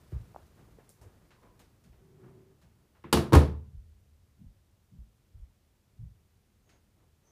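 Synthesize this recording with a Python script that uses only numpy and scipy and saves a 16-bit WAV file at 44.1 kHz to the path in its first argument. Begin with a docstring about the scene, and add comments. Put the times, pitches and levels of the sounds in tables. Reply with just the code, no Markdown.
"""A carpeted landing in a quiet house, heard from near the floor of the hall.
Someone in socks pads across, goes through a doorway and pushes the wooden door shut on a humming hinge.
The latch knocks on its strike plate, the leaf booms against the stop and the bolt snaps home; muffled
steps go on behind the door. Blows ring decaying sine modes over bursts of banded noise; friction,
rumble and the hiss of the house are coloured noise.
"""
import sys
import numpy as np
from scipy import signal
from scipy.fft import rfft, irfft, next_fast_len
from scipy.io import wavfile

SR = 44100
rng = np.random.default_rng(int(sys.argv[2]) if len(sys.argv) > 2 else 0)


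def transcribe(signal):
    """Save signal, clipped to [-1, 1], as a 16-bit WAV file at the path in sys.argv[1]."""
    frames = np.atleast_2d(signal).T
    limited = np.clip(frames, -1, 1)
    pcm = np.round(limited * 32767).astype(np.int16)
    wavfile.write(sys.argv[1], SR, pcm)


N = 322371
TIME = np.arange(N) / SR  # seconds into the scene
AGE = np.arange(SR) / SR  # seconds since a blow
BAND_HZ = np.geomspace(30, 16000, 28)  # band centres, about a third of an octave apart


def undb(db):
    """Decibels to amplitude."""
    return 10 ** (np.asarray(db) / 20)


def at(points, hz):
    """Read a table at the given frequencies, straight lines over log frequency."""
    table_hz, value = np.transpose(points)
    return np.interp(np.log(hz + 1e-9), np.log(table_hz), value)


def unit(x):
    """Scale to rms 1."""
    return x / np.sqrt(np.mean(x ** 2))


def fall(t, t60):
    """Exponential decay that loses 60 dB in t60 seconds."""
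    return np.exp(-np.log(1000) * t / t60)


def add(track, s, x):
    """Mix a sound into the track, starting at s seconds."""
    i = int(s * SR)
    track[i:i + len(x)] += x[:N - i]


def filtered_noise(gain_at):
    """White noise shaped by a gain over frequency, rms 1."""
    size = next_fast_len(N)
    spectrum = rfft(rng.standard_normal(size))
    gain = gain_at(np.fft.rfftfreq(size, 1 / SR))
    return unit(irfft(spectrum * gain, size)[:N])


def noise(tone):
    """Steady noise of a given colour, rms 1."""
    return filtered_noise(lambda hz: undb(at(tone, hz)))


def narrow(centre_hz, width_hz):
    """A rough tone: noise in one resonance, rms 1."""
    return filtered_noise(lambda hz: 1 / (1 + (2 * (hz - centre_hz) / width_hz) ** 2))


def band_noises():
    """Two seconds of unrelated noise in each band, for the bursts to draw on."""
    size = 2 * SR
    octaves = np.log2((np.fft.rfftfreq(size, 1 / SR) + 1e-9) / BAND_HZ[:, None])
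    spacing = np.log2(BAND_HZ[1] / BAND_HZ[0])
    shape = np.sqrt(np.maximum(1 - np.abs(octaves) / spacing, 0))
    return irfft(rfft(rng.standard_normal((len(BAND_HZ), size))) * shape)


def burst(bank, band_db, t60, rise=0):
    """Countless close modes struck at once: each band builds up within a cycle or so and dies away."""
    start = rng.integers(bank.shape[1] - SR)
    out = np.zeros(SR)
    for band, hz, db, decay in zip(bank, BAND_HZ, band_db, t60 + 0 * BAND_HZ):
        if db <= np.max(band_db) - 50:  # too faint to matter
            continue
        t = AGE[:int(decay * SR * 4 / 3)]  # down to -80 dB
        build_up = 1 - np.exp(-(t / (rise + .5 / hz)) ** 2)
        shape = build_up * fall(t, decay)
        x = band[start:start + len(t)] * shape
        # every draw of noise gets the same energy
        out[:len(t)] += undb(db) * x * np.sqrt(np.sum(shape ** 2) / np.sum(x ** 2))
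    return out


def power_db(power):
    """Band powers as dB, with total power 1."""
    return 10 * np.log10(power / power.sum())


def shares(tone):
    """Band levels in dB of a colour given per Hz, with total power 1."""
    return power_db(undb(at(tone, BAND_HZ)) ** 2 * BAND_HZ)


def hump(hz, octaves):
    """Band levels in dB of one broad resonance, with total power 1."""
    return power_db(np.exp(-.5 * (np.log2(BAND_HZ / hz) / octaves) ** 2) + 1e-18)


def muffled(top_hz):
    """Band levels in dB of a cushioned blow, which holds almost nothing above its top; total power 1."""
    ratio = BAND_HZ / top_hz
    return power_db(ratio ** 3 / (1 + ratio ** 15))


def ring(modes):
    """Impulse response of a set of modes; neighbours swing in opposite directions."""
    return sum((-1) ** k * undb(db) * np.sin(2 * np.pi * hz * AGE) * fall(AGE, t60)
               for k, (hz, db, t60) in enumerate(modes))


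def swell(s, width_s):
    """A smooth rise and fall around a moment, top 1."""
    return np.exp(-((TIME - s) / width_s) ** 2)


def rub(tone):
    """Uneven friction: noise of a given colour whose level flutters."""
    flutter_db = 1.6 * noise([(5, -1.5), (30, -3), (90, -58.5)])
    return undb(flutter_db) * noise(tone)


# How long the hall rings. Each row: frequency in Hz, t60 in seconds.
HALL_T60 = [(60, 1.66), (130, 0.77), (300, 0.3068), (1000, 0.36), (3000, 0.3016), (7000, 0.26),
            (14000, 0.2452)]
# What the walls give back. Each row: frequency in Hz, level in dB.
HALL_TONE = [(60, -3), (300, 7), (1000, 0.5), (3000, 0), (7000, 1), (14000, -2)]


def in_hall(bank, band_db, t60, room_db, build_s):
    """A short crack followed by the hall's diffuse ring."""
    tail_db = band_db + room_db + at(HALL_TONE, BAND_HZ)
    crack = burst(bank, band_db, t60)
    return crack + burst(bank, tail_db, at(HALL_T60, BAND_HZ), build_s)


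# Blows on the door. Each row: start in seconds, leaf ring in dB, time scale of the push in ms,
# place from 0 latch to 1 stop, wood crack in dB, metal crack in dB, crack t60 in seconds.
DOOR_BLOWS = [(3.04, -43, 2.7, 0.056, -50, -78, .07), (3.1273, -20.5, 1.06, 0, -19.5, -19, 0.058),
              (3.132, -33, .5, .4, -23, -22, .029), (3.172, -28, 2.3, 0.46, -23, -37, .055),
              (3.3231, -15.5, 2.5, 1, -27, -45.5, 0.07), (3.3317, -31, .5, .67, -22, -25.5, .03),
              (3.3362, -24.5, 0.31, 0.53, -15.5, -31, 0.075), (3.349, -21, 0.61, .94, -15.5, -35, .06),
              (3.3524, -27, 0.52, 0.88, -18.5, -23.5, 0.029)]
# The leaf in its frame. Each row: mode in Hz, dB struck at the latch, dB struck at the stop, t60 in seconds.
LEAF_MODES = [(75.82, -9, -14, 1), (102.7, -19.5, 0.5, 0.22), (131.5, -11, 2, 0.51),
              (152, -3.5, -3.5, 0.32), (181.5, -9.5, -8.5, 0.41), (215.5, -3, -10, .42),
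              (257, -9, -15.5, .33), (286, -9, -2, .34), (334, -1.5, -3, 0.35), (359.3, -1, -5.5, 0.37),
              (434.7, -6.5, 3.5, 0.39), (516, -8, -14, 0.3), (510, -17.5, -4.5, 0.33),
              (583, -16.5, -11, 0.073), (765, -18, -17, .24), (805.7, -6, -13, 0.23),
              (882, -12.5, -8.5, 0.29), (966, -8.5, -1.5, 0.2), (1005, -13, -14, 0.22),
              (1070, -20.5, -1, .3), (1238, -23.5, -9, 0.22), (1284, -13, -17, .38),
              (1395, -15, -19.5, 0.19), (1826, -19, -12, 0.33)]
# The panel's stiff, quickly damped clack. Each row: mode in Hz, level in dB, t60 in seconds.
CLACK_MODES = [(345, 2, 0.081), (452, 0, 0.076), (850.3, 3, .03), (990, 7.5, 0.018), (1390, 3, .03),
               (1620, 2, .025)]
# The steel latch and handle. Each row: mode in Hz, relative level in dB, t60 in seconds.
LATCH_MODES = [(2495, -16, 0.22), (2925, -12.5, .24), (3046, -19.5, .2), (3460, -17.5, .2),
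               (3810, -16, .19), (4548, -2, .2), (4610, -7, .13), (5230, -18.5, 0.11), (6900, -22, .22),
               (7160, -21.5, .2), (9400, -24, .2), (9450, -21, .17), (11040, -21, .19)]
# Colours of the wood and metal contacts. Each row: frequency in Hz, level in dB per Hz.
WOOD_COLOUR = [(50, -12.5), (120, -4), (330, 0), (520, -1.5), (700, -7.5), (1000, -4.5), (1500, -14),
               (2200, -17.5), (4000, -28), (8000, -36.5), (15000, -48)]
METAL_COLOUR = [(100, -16), (400, -2.5), (1300, 4), (2000, -3.5), (3000, 0.5), (4500, -1), (5600, -5.5),
                (7000, -7.5), (8200, -8), (10000, -5), (12500, -11.5), (15000, -12)]
LATCH_RING_DB = -7.5  # relative to the metal crack
SEATED_DB = -8  # the bolt rings less once it sits in the strike plate
KNOCK_ROOM_DB = -11  # the hall's answer to a blow


def door(bank):
    """Each blow rings the leaf and the latch and cracks at the contact; a longer push dulls the leaf."""
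    out = np.zeros(N)
    latch, clack = ring(LATCH_MODES), ring(CLACK_MODES)
    # where the leaf is struck decides which of its modes speak
    at_latch = ring([(hz, db, t60) for hz, db, _, t60 in LEAF_MODES])
    at_stop = ring([(hz, db, t60) for hz, _, db, t60 in LEAF_MODES])
    for s, leaf_db, push_ms, place, wood_db, metal_db, t60 in DOOR_BLOWS:
        push = AGE * np.exp(-2 * np.pi * AGE / (push_ms / 1000))
        leaf = clack + at_latch + place * (at_stop - at_latch)
        add(out, s, undb(leaf_db) * signal.fftconvolve(leaf, push / push.sum())[:SR])
        add(out, s, undb(metal_db + LATCH_RING_DB + SEATED_DB * place) * latch)
        wood = undb(wood_db + shares(WOOD_COLOUR))
        metal = undb(metal_db + shares(METAL_COLOUR))
        contact_db = 20 * np.log10(np.hypot(wood, metal))
        add(out, s, in_hall(bank, contact_db, t60, KNOCK_ROOM_DB, build_s=0.0086))
    return out


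# The wall sways as the latch strikes and as the leaf meets the stop. Each row: start in seconds, level in dB.
WALL_BOOMS = [(3.148, -20), (3.3533, -3)]
# A boom dies fast in the wall and slowly in the shut-in air. Each row: level in dB, t60 in seconds.
BOOM_DECAY = [(1, .21), (-23, 0.66), (-34.5, 3.8)]
BOOM_HZ, BOOM_RISE_S = 77.1, 0.0098
SWAY_HZ, SWAY_DB, SWAY_T60_S = 46, -36, .6  # the wall's lowest mode, level relative to the boom


def wall():
    """The wall's deep boom: regular swings at first, then uneven beating as the shut-in air takes over."""
    out = np.zeros(N)
    regular = np.exp(-(TIME / .09) ** 2)
    attack = 1 - np.exp(-(TIME / BOOM_RISE_S) ** 2)
    decay = sum(undb(db) * fall(TIME, t60) for db, t60 in BOOM_DECAY)
    sway = ring([(SWAY_HZ, SWAY_DB, SWAY_T60_S)])
    for s, db in WALL_BOOMS:
        steady = regular * np.cos(2 * np.pi * BOOM_HZ * TIME)
        beating = 0.2 * np.sqrt(1 - regular ** 2) * narrow(76, width_hz=22)
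        add(out, s, undb(db) * attack * decay * (steady + beating))
        add(out, s, undb(db) * sway)
    return out


# The hinge hums as the leaf starts to swing. Each row: time in seconds, level in dB.
HINGE_HUM = [(1.92, -84.5), (2.03, -67.5), (2.12, -66.5), (2.22, -57.5), (2.36, -59.5), (2.44, -66),
             (2.52, -63.5), (2.62, -97)]
# Colour of the swinging leaf's rumble. Each row: frequency in Hz, level in dB per Hz.
LEAF_RUMBLE = [(40, -14), (110, 6), (190, 0), (300, -6.5), (600, -54)]
HINGE_HZ = 378.7  # mean pitch of the hum
HINGE_ROUGH = 0.49  # share of the hum's power that is ragged friction
SWEEP_DB, SWEEP_RUMBLE_DB = -11.5, 2  # carpet brush and leaf rumble, relative to the hinge


def swinging():
    """As the door swings the hinge hums, the leaf rumbles and its foot brushes the carpet."""
    effort = undb(np.interp(TIME, *np.transpose(HINGE_HUM), left=-np.inf, right=-np.inf))
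    waver_hz = 5 * noise([(5, 0), (20, -5.5), (60, -59)])
    tone = np.sqrt(2) * np.sin(2 * np.pi * np.cumsum(HINGE_HZ + waver_hz) / SR)
    ragged = narrow(HINGE_HZ, width_hz=80)
    hum = np.sqrt(1 - HINGE_ROUGH) * tone + np.sqrt(HINGE_ROUGH) * ragged
    brush = undb(SWEEP_DB) * rub(SCUFF_COLOUR)
    rumble = undb(SWEEP_RUMBLE_DB) * noise(LEAF_RUMBLE)
    return effort * (hum + brush + rumble)


# Footfalls. Each row: start in seconds, heel in dB, heel top in Hz, build-up in seconds, weight in dB,
# heel-to-weight delay in seconds, sock scuff in dB.
STEPS = [(.117, -32, 124, .002, -22.5, 0.0089, -57), (.56, -52.5, 183, 0.014, -62.5, .03, -58.5),
         (1.011, -45.5, 94, 0.0024, -55, 0.0045, -57.5), (1.42, -62, 176, 0.0066, -56, .04, -58.5),
         (1.846, -55, 198, 0.0056, -42.5, 0.036, -71), (2.229, -47.5, 183, 0.018, -63, .04, -60.5),
         (2.625, -52, 137, 0.011, -57.5, 0.029, -77), (3.714, -43, 109, 0.019, -33.5, 0.033, -92),
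         (4.385, -42, 186.8, 0.024, -35, .07, -81), (4.905, -42.5, 181.1, 0.036, -32.5, 0.071, -93),
         (5.335, -42.5, 90.1, .01, -34, 0.054, -92), (5.978, -33, 134.9, 0.024, -31.5, 0.019, -92)]
# Colour of a rub on the carpet. Each row: frequency in Hz, level in dB per Hz.
SCUFF_COLOUR = [(100, -3.5), (350, 8), (700, -0.5), (1100, -3), (2000, -10.5), (4000, -24), (9000, -29),
                (15000, -30)]
HEEL_T60_S, SCUFF_T60_S = 0.31, .49
JOIST_HZ, JOIST_RISE_S, JOIST_T60_S = 64.3, 0.0067, 0.18  # the floor gives under the body's weight


def footsteps(bank):
    """The heel thuds on the boards and scuffs the carpet, then the weight sinks into the joists."""
    out = np.zeros(N)
    for s, heel_db, top_hz, rise, weight_db, delay, scuff_db in STEPS:
        add(out, s, burst(bank, heel_db + muffled(top_hz), HEEL_T60_S, rise))
        add(out, s, burst(bank, scuff_db + shares(SCUFF_COLOUR), SCUFF_T60_S, rise))
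        add(out, s + delay, burst(bank, weight_db + muffled(JOIST_HZ), JOIST_T60_S, JOIST_RISE_S))
    return out


# Colours of the clothes and of the boards underfoot. Each row: frequency in Hz, level in dB per Hz.
CLOTH_COLOUR = [(800, -6), (2000, 1.5), (5000, -1), (9000, -4), (15000, -7)]
BOARDS_COLOUR = [(25, -5.5), (50, -2), (110, 0), (170, -4), (260, -16), (600, -39.5)]
# each footfall is followed by the swing of the other leg
SWING_LAG_S, SWING_WIDTH_S, SWING_DB = 0.17, .13, 3
# level between swings at the start, and its fall as the walker moves off
BRUSH_DB, BRUSH_FALL_DB_PER_S = -68, 4
CLOTH_DB, CLOTH_FALL_DB_PER_S, CLOTH_SWING_DB = -72.5, 6, -1.5
BOARDS_DB, BOARDS_FALL_DB_PER_S = -61.5, 4.5


def walker():
    """Soles and boards swell with each leg swing, cloth hiss dips; all fade until the door shuts them out."""
    swing = sum(swell(step[0] + SWING_LAG_S, SWING_WIDTH_S) for step in STEPS)
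    soles_db = BRUSH_DB - BRUSH_FALL_DB_PER_S * TIME + SWING_DB * swing
    clothes_db = CLOTH_DB - CLOTH_FALL_DB_PER_S * TIME + CLOTH_SWING_DB * swing
    boards_db = BOARDS_DB - BOARDS_FALL_DB_PER_S * TIME + SWING_DB * swing
    soles = undb(soles_db) * rub(SCUFF_COLOUR)
    clothes = undb(clothes_db) * rub(CLOTH_COLOUR)
    boards = undb(boards_db) * noise(BOARDS_COLOUR)
    door_open = TIME < DOOR_BLOWS[-1][0]
    return (soles + clothes + boards) * door_open


# Crisp clicks from joints, boards and the handle.
# Each row: start in seconds, level in dB, pitch in Hz, t60 in seconds, room in dB relative to the click.
CLICKS = [(0.122, -37, 330, 0.031, -26), (0.3462, -31, 755, 0.0071, -30), (.3617, -20.5, 760, 0.0061, -41),
          (.786, -36, 430, .014, -30), (0.8928, -36, 9100, 0.002, -25.5),
          (3.043, -38.5, 1030, 0.028, -21.5)]


def crisp_clicks(bank):
    """Each click is one softly started, quickly damped mode with a little room around it."""
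    out = np.zeros(N)
    for s, db, hz, t60, room_db in CLICKS:
        cushion = 1 - np.exp(-(2 * AGE * hz) ** 2)
        add(out, s, cushion * ring([(hz, db, t60)]))
        add(out, s, burst(bank, db + room_db + hump(hz, octaves=.5), at(HALL_T60, hz), rise=.003))
    return out


# Small blurred creaks and knocks. Each row: start in seconds, level in dB, centre in Hz, width in octaves.
SOFT_TICKS = [(.786, -63.5, 900, 0.8), (1.014, -65.5, 8200, 0.54), (1.306, -61.5, 1680, .9),
              (1.593, -58, 3000, 4.1), (1.838, -68.5, 5030, 1.9), (1.927, -71, 1100, 1),
              (2.231, -63, 1040, 0.44), (2.615, -66.5, 1460, 2), (2.95, -67.5, 1200, .7),
              (3.039, -57.5, 1991, 0.41), (6.692, -65.5, 2800, 0.89)]
TICK_T60_S, TICK_ROOM_DB = .09, -0.65


def soft_ticks(bank):
    """Small blurred creaks and knocks: short noise bursts nearly matched by the hall's ring."""
    out = np.zeros(N)
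    for s, db, hz, octaves in SOFT_TICKS:
        add(out, s, in_hall(bank, db + hump(hz, octaves), TICK_T60_S, TICK_ROOM_DB, build_s=0.0066))
    return out


# Faint rustles once the door is shut. Each row: middle in seconds, level in dB, half length in seconds.
RUSTLES = [(6.735, -70.5, 0.072), (7.028, -73.5, 0.059), (7.29, -73, 0.079)]
# Faint thin squeaks. Each row: middle in seconds, level in dB, pitch in Hz, width in Hz, half length in seconds.
SQUEAKS = [(1.47, -70, 1020, 150, 0.084), (6.72, -77, 6500, 300, 0.061), (7.289, -74, 6140, 500, 0.038)]


def stirring():
    """Rustles are swells of friction noise; squeaks are swells of narrow-band noise."""
    rustles = sum(undb(db) * swell(s, half_s) for s, db, half_s in RUSTLES) * rub(SCUFF_COLOUR)
    squeaks = sum(undb(db) * swell(s, half_s) * narrow(hz, width_hz)
                  for s, db, hz, width_hz, half_s in SQUEAKS)
    return rustles + squeaks


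# Colour of the still house. Each row: frequency in Hz, level in dB per Hz.
QUIET_COLOUR = [(20, -14), (45, 0), (65, -2.5), (85, 1.5), (120, -2.5), (170, -10.5), (203, -7), (255, -16),
                (350, -15.5), (700, -23), (1050, -25.5), (1600, -28), (3000, -30), (15000, -35.5)]
QUIET_DB = -67.5


def still_house():
    """Steady low rumble with a faint hiss on top."""
    return undb(QUIET_DB) * noise(QUIET_COLOUR)


def scene():
    """All sources over the low rumble and hiss of a still house."""
    bank = band_noises()
    blows = door(bank) + wall() + footsteps(bank)
    small = crisp_clicks(bank) + soft_ticks(bank) + stirring()
    return (blows + swinging() + walker() + small + still_house())[None]


def record(dry):
    """The microphone loses the deepest bass and cuts off steeply at the top."""
    thin = signal.sosfilt(signal.butter(2, 28, "highpass", fs=SR, output="sos"), dry)
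    top_hz = 15300
    return signal.sosfilt(signal.ellip(10, .2, 80, top_hz, fs=SR, output="sos"), thin)


dry = scene()
out = record(dry)
transcribe(out)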